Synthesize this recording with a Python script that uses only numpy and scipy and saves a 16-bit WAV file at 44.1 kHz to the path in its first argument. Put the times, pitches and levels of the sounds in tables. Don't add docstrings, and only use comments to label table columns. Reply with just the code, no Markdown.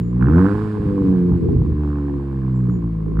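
import sys
import numpy as np
from scipy import signal
from scipy.fft import rfft, irfft
from scipy.io import wavfile
from scipy.ndimage import uniform_filter1d, map_coordinates

SR = 44100
rng = np.random.default_rng(int(sys.argv[2]) if len(sys.argv) > 2 else 0)


def pcm_store(signal):
    levels = np.round(np.clip(np.atleast_2d(signal), -1, 1) * 32767)
    wavfile.write(sys.argv[1], SR, levels.astype(np.int16).T)


def voltage_ratio(level):
    return 10 ** (np.asarray(level, float) / 20)


N = 141120
LEAD = 8192

# time in seconds, firing rate in Hz, boom in dB, rasp in dB.
ENGINE_RUN = [(0.0, 58.5, -16, -53.5), (0.04, 58.5, -21, -67), (0.2, 62, -16.5, -48.5),
              (0.21, 62.08, -12.5, -42), (0.39, 92.52, -8, -34), (0.46, 100.1, -13.5, -34),
              (0.61, 106.5, -20.5, -42.5), (0.78, 104.8, -22.5, -47), (1.13, 91.05, -13, -48),
              (1.46, 83.97, -19, -56.5), (1.64, 74.18, -16.5, -54.5), (1.68, 76.12, -18.5, -57),
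              (1.86, 73.76, -18.5, -47.5), (2.27, 68.4, -23.5, -52.5), (2.56, 63.1, -16.5, -53.5),
              (2.99, 53.37, -21.5, -57.5), (3.14, 53.5, -21, -56), (3.2, 55.2, -12.5, -47.5)]
# time in seconds, share of misfiring from 0 to 1.
MISFIRING = [(0, 0.09), (.5, 0.2), (.72, 0.07), (.85, 0.2), (1.0, 0.5), (1.22, 0.34), (1.33, 0.5),
             (1.66, .8), (1.76, 0.05), (2.65, 0.02), (2.72, 0.4), (2.85, 0), (3.2, 0.13)]
# time in seconds, depth of the push in dB, its sharpness in dB.
PUSH_SHAPE = [(0, -8, -14), (.18, 0, -4), (.35, -2, 2.2), (.55, -1, 1.5), (.7, -9, -4.5), (.95, -6.5, 4.5),
              (1.2, -16, 1.5), (1.4, -5.5, -1.5), (1.7, 2.5, 2.5), (2.0, -1, 0), (2.3, -2.5, -1),
              (2.55, -7, -1.5), (2.8, -2.5, -7), (3.0, 0, -7.5), (3.2, 6.5, -1)]
# frequency in Hz, width in Hz, level in dB.
PIPE_MODES = [(54, 26, -1.5), (84.3, 14.9, 2), (125.57, 7.1, 5), (161.4, 11.3, 1.5), (185.04, 11.7, 2),
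              (245.6, 11, -3), (286.2, 10.4, -2), (350, 17.8, -6.5), (413.4, 54, -17), (491, 40, -15)]
# frequency in Hz, width in Hz, level in dB.
TIP_MODES = [(756, 310, -8), (880, 130, -2.5), (1050, 81, -0.5), (1283, 202, -1), (1500, 236, -2),
             (1808, 300, -11), (2270, 690, -22.5)]
# time in seconds, pitch in Hz, level in dB.
TURBO_GLIDES = [
    [(0.0, 7179, -61.5), (0.006, 7120, -68), (0.128, 7200, -65.5), (0.15, 7389, -102)],
    [(2.55, 7606, -64), (2.642, 7301, -79), (2.746, 6965, -58.5), (2.86, 6699, -93)],
]
# frequency in Hz, density in dB per Hz.
GAS_SPECTRUM = [(1500, 4.5), (2200, 2), (3300, -6.5), (4500, -7.5), (6500, -13), (9000, -13.5),
                (13000, -26), (15600, -26)]
# frequency in Hz, density in dB per Hz.
STREET_SPECTRUM = [(18, -42.5), (30, -13), (156, -11.5), (482, -7.5), (887, -26), (1150, -15.5),
                   (1790, -36), (2500, -42), (3250, -75.5), (5500, -120)]
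# time in seconds, thump in dB, push in ms, crack in dB, crack pitch in Hz.
FUEL_POPS = [(.225, -17.5, 4.6, -25.5, 1500), (.8, -13, 3.5, -40.5, 900), (0.864, -11, 2.2, -38.5, 900),
             (1.32, -7, 3.1, -33, 917.4), (1.334, -9.5, 3.8, -40, 804), (1.358, -14, 3.96, -46.5, 806),
             (1.439, -12.5, 2.7, -47.5, 900), (1.487, -28, 3.06, -33, 840), (1.564, -2.5, 5.2, -44, 798.2),
             (1.618, -5, 6, -36.5, 880), (1.72, -9, 5.5, -41, 1050), (2.696, -14, 2.2, -39, 1182),
             (3.17, -33, 3.1, -36, 1288), (3.19, -21, 4.2, -33, 1297)]


def curve(table, col):
    table = np.array(table, float)
    return np.interp(np.arange(N) / SR, table[:, 0], table[:, col])


def unit(x):
    return x / np.sqrt(np.mean(x ** 2))


def steady(x):
    k = int(0.12 * SR)
    power = uniform_filter1d(uniform_filter1d(x ** 2, k), k)
    return x / np.sqrt(power + 1e-12)


def lowpass(x, hz, order=2, steep=False):
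    if steep:
        sos = signal.cheby2(order, 30, hz, fs=SR, output="sos")
    else:
        sos = signal.butter(order, hz, fs=SR, output="sos")
    return signal.sosfilt(sos, x)


def ring(x, modes, extra_db=None):
    total = 0
    for k, (hz, width_hz, db) in enumerate(modes):
        extra = 0 if extra_db is None else extra_db[k]
        tone = signal.lfilter(*signal.iirpeak(hz, hz / width_hz, fs=SR), x)[..., -N:]
        total = total + (-1) ** k * voltage_ratio(db + extra) * tone
    return total


def clicks(at_s, size):
    out = np.zeros(N + LEAD + 2)
    at = np.clip(np.asarray(at_s) * SR + LEAD, 0, N + LEAD)
    i = at.astype(int)
    np.add.at(out, i, size * (1 - at + i))
    np.add.at(out, i + 1, size * (at - i))
    return out[:N + LEAD]


def decay(x, tau_s):
    return signal.lfilter([1], [1, -np.exp(-1 / (tau_s * SR))], x)


def coloured(points, channels=2):
    p = np.array(points, float)
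    hz = np.arange(N // 2 + 1) * SR / N + 1
    db = np.interp(np.log(hz), np.log(p[:, 0]), p[:, 1], left=-90, right=-90)
    return unit(irfft(rfft(rng.standard_normal((channels, N))) * voltage_ratio(db), N))


def walk(rate):
    k = int(SR / rate)
    held = np.repeat(rng.standard_normal(N // k + 1), k)
    return unit(uniform_filter1d(uniform_filter1d(held, k), k)[:N])


def late(x, s):
    return map_coordinates(x, [np.arange(N) - s * SR], order=1, mode="nearest")


def firings():
    hz = curve(ENGINE_RUN, 1)
    turns = 0.42 + np.cumsum(hz) / SR
    whole = np.arange(-8, int(turns[-1]) + 1)
    before = (whole - turns[0]) / hz[0] * SR
    at = np.where(whole < turns[0], before, np.interp(whole, turns, np.arange(N)))
    i = np.clip(at, 0, N).astype(int)
    uneven = np.clip(curve(MISFIRING, 1)[i], 0, 1)
    timing, boom, spit, push = rng.standard_normal((4, len(whole)))
    at_s = at / SR + (0.0051 + 0.03 * uneven) * timing / hz[i]
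    return at_s, voltage_ratio(0.7 * boom), voltage_ratio(2.3 * spit), 1.43 * uneven * push


def pipe(x, extra_db=None):
    spread_hz, muffler_hz = 167, 509
    slope = np.tan(np.pi * spread_hz / SR)
    a = (1 - slope) / (1 + slope)
    x = signal.sosfilt([[-a, 1, 0, 1, -a, 0]] * 4, x)
    x = lowpass(x, 1.073 * muffler_hz, order=10, steep=True)
    return ring(x, PIPE_MODES, extra_db)


def exhaust_boom(at_s, boom, misfire):
    depth, sharp = curve(PUSH_SHAPE, 1), curve(PUSH_SHAPE, 2)
    top = sharp + 0.27 * (curve(ENGINE_RUN, 1) - 90)
    shape_db = []
    for hz, _, _ in PIPE_MODES:
        if hz < 110:
            shape_db.append(depth)
        elif hz > 385:
            shape_db.append(top)
        else:
            shape_db.append(sharp if hz > 210 else 0)
    even = pipe(lowpass(clicks(at_s, boom), 900), shape_db)
    uneven = pipe(lowpass(clicks(at_s, misfire), 248), [0.2 * d for d in shape_db])
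    return steady(even + uneven) * voltage_ratio(curve(ENGINE_RUN, 2))


def tip_rasp(at_s, spit, air):
    spits = clicks(at_s, spit)
    gust = unit(decay(spits, 0.0018)) + voltage_ratio(-8)
    blast = gust * air + voltage_ratio(3) * unit(spits) / 2
    rasp_db = curve(ENGINE_RUN, 3)
    bright_db = 0.5 * (rasp_db + 32.5)
    tone = ring(blast, TIP_MODES, [bright_db * (m[0] > 1200) for m in TIP_MODES])
    return steady(lowpass(tone, 2220, order=4)) * voltage_ratio(rasp_db)


def turbo_whistle():
    out = np.zeros(N)
    t = np.arange(N) / SR
    for rows in TURBO_GLIDES:
        rise, fall = t - rows[0][0] + 0.0089, rows[-1][0] - t
        on = np.clip(np.minimum(rise, fall) / 0.023, 0, 1)
        hz = curve(rows, 1) * (1 + 0.002 * walk(40))
        level = voltage_ratio(curve(rows, 2) - 1.0 + 2.5 * walk(30))
        out += on * level * np.sin(2 * np.pi * np.cumsum(hz) / SR)
    return out


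def gas_hiss():
    speed = uniform_filter1d(curve(ENGINE_RUN, 1), int(0.05 * SR)) - 55
    throttle = np.maximum(curve(ENGINE_RUN, 3) + 50, 0)
    level_db = -66.5 + 0.1692 * speed + 0.3834 * throttle + 0.53 * walk(33)
    n = coloured(GAS_SPECTRUM, channels=3)
    return (n[:2] + 0.85 * n[2]) * voltage_ratio(level_db)


def burn_flutter():
    noise = coloured([(40, -12.5), (90, -3), (250, -3.5), (420, -3.5), (500, -14.5), (540, -31.5)])
    share = np.clip(curve(MISFIRING, 1), 0, 1)
    return noise * voltage_ratio(-25 + 4 * walk(20)) * np.sqrt(share)


def night_street():
    return voltage_ratio(-46) * coloured(STREET_SPECTRUM)


def fuel_pops():
    push = 0
    for s, db, ms, _, _ in FUEL_POPS:
        start = clicks([s - 0.021], voltage_ratio(db) / ms)
        push = push + np.convolve(start, np.hanning(int(ms * SR / 1000)))[:N + LEAD]
    reference = np.convolve(clicks([0.1], 1 / 4), np.hanning(SR // 250))[:N + LEAD]
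    return pipe(push) / np.abs(pipe(reference)).max()


def pop_cracks(air):
    out = 0
    for s, _, _, db, hz in FUEL_POPS:
        snap = clicks([s], 1.)
        burst = 3 * snap + 0.4 * decay(snap, 0.0022) * air
        burst = ring(burst, [(hz, 0.8 * hz, 0)])
        burst = ring(burst, [(hz, 0.4 * hz, 0)])
        out = out + voltage_ratio(db + 4.5) * lowpass(burst, 1.3 * hz, order=3) / np.abs(burst).max()
    return out


def echoes(x):
    t, t60_s = np.arange(int(0.4 * SR)) / SR, 0.3
    tail = rng.standard_normal((2, len(t))) * np.exp(-np.log(1000) * t / t60_s) * (t > 0.006)
    tail = tail / np.sqrt((tail ** 2).sum(axis=1, keepdims=True))
    return voltage_ratio(-21) * signal.fftconvolve(x[None], tail, axes=1)[:, :N]


def scene():
    at_s, boom, spit, misfire = firings()
    air = rng.standard_normal((2, N + LEAD))
    low = exhaust_boom(at_s, boom, misfire) + fuel_pops()
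    rasp, wide = tip_rasp(at_s, spit, air) + pop_cracks(air)
    left = voltage_ratio(-0.7) * late(low, 0.00007) + voltage_ratio(-3.5) * late(rasp, 0.00008) + voltage_ratio(-14.5) * wide
    right = low + voltage_ratio(8.0) * rasp
    exhaust = np.array([left, right]) + echoes(low + rasp)
    return exhaust + turbo_whistle() + gas_hiss() + burn_flutter() + night_street()


def band_limit(x):
    return signal.sosfilt(signal.butter(12, 15650, fs=SR, output="sos"), x)


def record(dry):
    x = signal.sosfilt(signal.butter(2, 40, "high", fs=SR, output="sos"), dry)
    x = np.tanh(1.085 * x) / 1.06
    for hz, width_hz in [(5950, 1200), (10400, 1400)]:
        x = signal.lfilter(*signal.iirnotch(hz, hz / width_hz, fs=SR), x)
    return band_limit(x)


dry = scene()
out = record(dry)
pcm_store(out)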